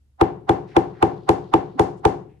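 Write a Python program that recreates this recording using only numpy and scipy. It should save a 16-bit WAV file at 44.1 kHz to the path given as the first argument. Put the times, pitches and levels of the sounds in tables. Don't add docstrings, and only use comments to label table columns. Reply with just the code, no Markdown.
import sys
import numpy as np
from scipy import signal
from scipy.io import wavfile

SR = 44100
rng = np.random.default_rng(int(sys.argv[2]) if len(sys.argv) > 2 else 0)


def digitize_waveform(pressure):
    field = np.atleast_2d(pressure).T
    bounded = np.clip(field, -1, 1)
    quanta = np.round(bounded * 32767).astype(np.int16)
    wavfile.write(sys.argv[1], SR, quanta)


N = 105840
AGE = np.arange(int(.7 * SR)) / SR


# t/s, force/dB, smack level/dB, smack pitch ratio, slap range/dB, crisp edge/dB
HAMMER_BLOWS = [(0.2123, -1, 0, 1, 4.5, -7), (0.4934, -1, 1.5, .98, 2.5, -3),
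                (0.7655, -1, 3.5, 1.01, 3, -2.5), (1.0260, -0.5, 0, 1.04, 1, -3.5),
                (1.2904, -0.5, 3, 1.054, 0, 2), (1.5380, -1.34, -0.5, 1.012, 5.5, -3.5),
                (1.795, -0.5, -1.5, 0.98, -6.5, 3.5), (2.0520, -.5, 0, 1.03, 0.5, 1.5)]

def hammer_blows(out):
    room, lead = room_answer(), lead_in()
    for start, force_db, smack_db, pitch, slap_db, edge_db in HAMMER_BLOWS:
        force = from_db(force_db)
        smack_and_room = room + from_db(smack_db) * smack(pitch)
        add(out, force * (knock() + brighten(smack_and_room, slap_db, edge_db)), start)
        add(out, force * brighten(slap(), slap_db, edge_db), start)
        add(out, force * lead, start - lead.shape[1] / SR)


# f/Hz, level/dB, t60/s, left minus right/dB
KNOCK_MODES = [(52, -18, 0.037, 1), (74.4, -12.5, 0.056, -3.5), (110, -20.5, 0.08, -5.5),
               (152.5, -24, 0.22, 10), (235.6, -31.5, .1, -0.5), (316.6, -10.5, 0.081, -1),
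               (338.4, -5, 0.093, 4), (422.4, -12, 0.078, 11), (464.1, -16, 0.08, 13),
               (502, -14.5, 0.094, 8.5), (571.7, -26, 0.11, -9.5), (691.6, -18, 0.091, -3),
               (795, -15, 0.055, -3.5), (893, -11, 0.063, -6.5), (1002, -18, 0.038, 5),
               (1167, -23.5, .05, -11)]

def knock(scatter_db=2.54, arrival_cycles=0.59, rise_cycles=0.51):
    out = 0
    for k, (hz, db, t60, pan_db) in enumerate(KNOCK_MODES):
        polarity = (-1) ** k
        gain = from_db(db + scatter_db * rng.standard_normal()) * pan(pan_db)
        out += polarity * gain * ring(hz, t60, arrival_cycles / hz, rise_cycles / hz)
    return out


# f/Hz, level/dB, t60/s, left minus right/dB
REBOUND_MODES = [(824, 4, 0.013, -0.5), (1107, -6, 0.011, -5.5), (1747, -9, 0.011, 4.5),
                 (2310, -16, 0.0061, 11.5), (3530, -14.5, 0.0058, 10)]

def smack(pitch):
    return sum(from_db(db) * pan(pan_db) * ring(hz * pitch, t60, delay_s=0.001018, rise_s=0.0012)
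               for hz, db, t60, pan_db in REBOUND_MODES)


# f/Hz, relative density/dB
SLAP_SPECTRUM = [(600, -15), (1100, 18), (1700, -8.5), (2500, -5.5), (3600, -7.5), (4900, -27.5),
                 (7000, -12), (10000, -31), (13000, -35), (16000, -64.5)]

def slap(size=2048, rise_s=0.000078, decay_s=0.0019, echo_s=0.000885):
    t = AGE[:size]
    envelope = (1 - np.exp(-t / rise_s)) * np.exp(-t / decay_s)
    burst = from_db(-8.5) * noise(SLAP_SPECTRUM, size) * envelope
    echo = np.array([np.interp(t - echo_s, t, side, left=0) for side in burst])
    echo_gain = from_db(-4.5)
    return (burst + echo_gain * echo) / np.hypot(1, echo_gain)


# f/Hz, relative density/dB
LEAD_SPECTRUM = [(200, -18), (500, -13.5), (760, 5), (1200, -7), (2200, -27.5), (5000, -36.5), (10000, -69)]

def lead_in(size=1500, swell_s=0.0055):
    swell = np.exp(-AGE[:size][::-1] / swell_s)
    return from_db(-15.5) * pan(-2) * noise(LEAD_SPECTRUM, size) * swell


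# f/Hz, relative density/dB
WASH_SPECTRUM = [(40, -8), (100, -4), (220, -5.5), (380, 4), (590, -6.5), (850, 3.5), (1200, -13.5),
                 (1800, -20.5), (3000, -30), (5000, -34), (8000, -39), (12000, -42), (16000, -51)]
# f/Hz, t60/s
WASH_DECAY = [(60, 0.31), (150, 0.64), (400, 0.48), (600, 0.39), (1000, 0.37), (3000, 0.34), (7000, .33),
              (13000, 0.083)]
# f/Hz, level/dB, t60/s, left minus right/dB
STANDING_WAVES = [(114.8, -34, 0.79, 8.5), (142.34, -30.5, 0.7, 6.5), (184.2, -26, 0.45, 3),
                  (262, -25, 0.28, 11), (353, -26.5, .5, 7), (419.4, -32, 0.56, 16),
                  (501.4, -37, 0.32, -22), (760, -29, 0.36, 19.5), (802, -25, 0.32, 11.5)]

def room_answer(wash_delay_s=0.0055, wash_rise_s=0.0013, wave_swell_s=0.0077):
    onset = 1 - np.exp(-np.maximum(AGE - wash_delay_s, 0) / wash_rise_s)
    wash = from_db(-18) * pan(2.5) * onset * noise(WASH_SPECTRUM, len(AGE), WASH_DECAY)
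    waves = sum(from_db(db) * pan(pan_db) * decay(t60) * np.sin(2 * np.pi * hz * AGE)
                for hz, db, t60, pan_db in STANDING_WAVES)
    swell = 1 - np.exp(-(AGE / wave_swell_s) ** 2)
    return wash + waves * swell


# centre t/s, half-length/s, level/dB, centre f/Hz
LEATHER_RUBS = [(0.72, .07, -56, 1940), (0.712, 0.075, -66.5, 4150), (0.978, 0.059, -54.5, 1530),
                (1.763, 0.031, -38, 255), (1.984, 0.028, -69.5, 6600), (2.327, .1, -72, 2160)]

def leather_handling(out, rustle_start_s=0.18, rustle_end_s=2.46):
    for centre_s, half_s, db, hz in LEATHER_RUBS:
        add(out, from_db(db) * rub(half_s, hz), centre_s - half_s)
    rustle = rub((rustle_end_s - rustle_start_s) / 2, hz=3580)
    add(out, from_db(-68) * rustle, rustle_start_s)


def rub(half_s, hz, band_ratio=1.32, grain_db=2.5, grains_per_s=200):
    size = int(2 * half_s * SR)
    bandpass = signal.butter(2, [hz / band_ratio, hz * band_ratio], "band", fs=SR, output="sos")
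    left, right, shared = signal.sosfilt(bandpass, rng.standard_normal((3, 2 * N))[:, :size])
    grain = np.interp(np.arange(size) / SR * grains_per_s, np.arange(N), rng.standard_normal(N))
    friction = np.array([left + shared, right + shared]) * from_db(grain_db * grain)
    return friction / friction.std() * np.hanning(size)


# f/Hz, relative density/dB
AIR_SPECTRUM = [(30, -24), (55, -13), (75, -10.5), (143, -26), (500, -41), (1000, -47.5), (4000, -52),
                (15000, -55)]

def room_tone(hum_hz=70.5):
    hum = np.sin(2 * np.pi * hum_hz * np.arange(N) / SR)
    return from_db(-63) * noise(AIR_SPECTRUM, N) + from_db(-58) * hum


# f/Hz, correlation
STEREO_LIKENESS = [(60, 0.86), (150, 0.98), (250, 1), (500, 0), (1000, 0), (3000, 0), (8000, 0)]

def noise(spectrum, size, t60s=None):
    edges = 28 * 2 ** (np.arange(29) / 3)
    white = rng.standard_normal((2, 2, size + 4096))
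    out, power = 0, 0
    for k, (low, high) in enumerate(zip(edges, edges[1:])):
        hz = np.sqrt(low * high)
        bandpass = signal.butter(2, [low, high], "band", fs=SR, output="sos")
        mid, side = signal.sosfilt(bandpass, white[k % 2])[:, -size:]
        alike = np.clip(at_hz(STEREO_LIKENESS, hz), -.99, .99)
        fade = decay(at_hz(t60s, hz)) if t60s else np.ones(size)
        band = fade * (np.sqrt(1 + alike) * mid + np.sqrt(1 - alike) * side * [[1], [-1]])
        gain = from_db(at_hz(spectrum, hz)) * np.sqrt(high - low)
        out += gain * band * np.sqrt(np.sum(fade ** 2) / np.sum(band ** 2, axis=1, keepdims=True))
        power += gain ** 2
    return out / np.sqrt(power)


def ring(hz, t60, delay_s, rise_s, right_lag_s=0.00032):
    t = np.maximum(AGE - delay_s - np.array([[0], [right_lag_s]]), 0)
    return (1 - np.exp(-t / rise_s)) * decay(t60, t) * np.sin(2 * np.pi * hz * t)


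def brighten(x, slap_db, edge_db, slap_hz=2600, edge_hz=3550):
    body, below_edge = (signal.sosfiltfilt(signal.butter(2, hz, fs=SR, output="sos"), x)
                        for hz in (slap_hz, edge_hz))
    return body + from_db(slap_db) * (below_edge - body) + from_db(edge_db) * (x - below_edge)


def decay(t60, t=AGE):
    return np.exp(-np.log(1000) * t / t60)


def from_db(db):
    return 10 ** (np.asarray(db) / 20)


def pan(db):
    return from_db(np.array([[.5], [-.5]]) * db)


def at_hz(points, hz):
    freqs, values = np.array(points).T
    return np.interp(np.log(hz), np.log(freqs), values)


def add(out, sound, start_s):
    i = int(start_s * SR)
    out[:, i:i + sound.shape[1]] += sound[:, :N - i]


def scene():
    out = room_tone()
    hammer_blows(out)
    leather_handling(out)
    return out


def record(dry, ceiling=0.69, knee=15, mic_top_hz=12400, cutoff_hz=16500):
    rounded = dry / (1 + np.abs(dry / ceiling) ** knee) ** (1 / knee)
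    dulled = signal.sosfilt(signal.butter(6, mic_top_hz, fs=SR, output="sos"), rounded)
    return signal.sosfilt(signal.cheby2(12, 70, cutoff_hz, fs=SR, output="sos"), dulled)


dry = scene()
out = record(dry)
digitize_waveform(out)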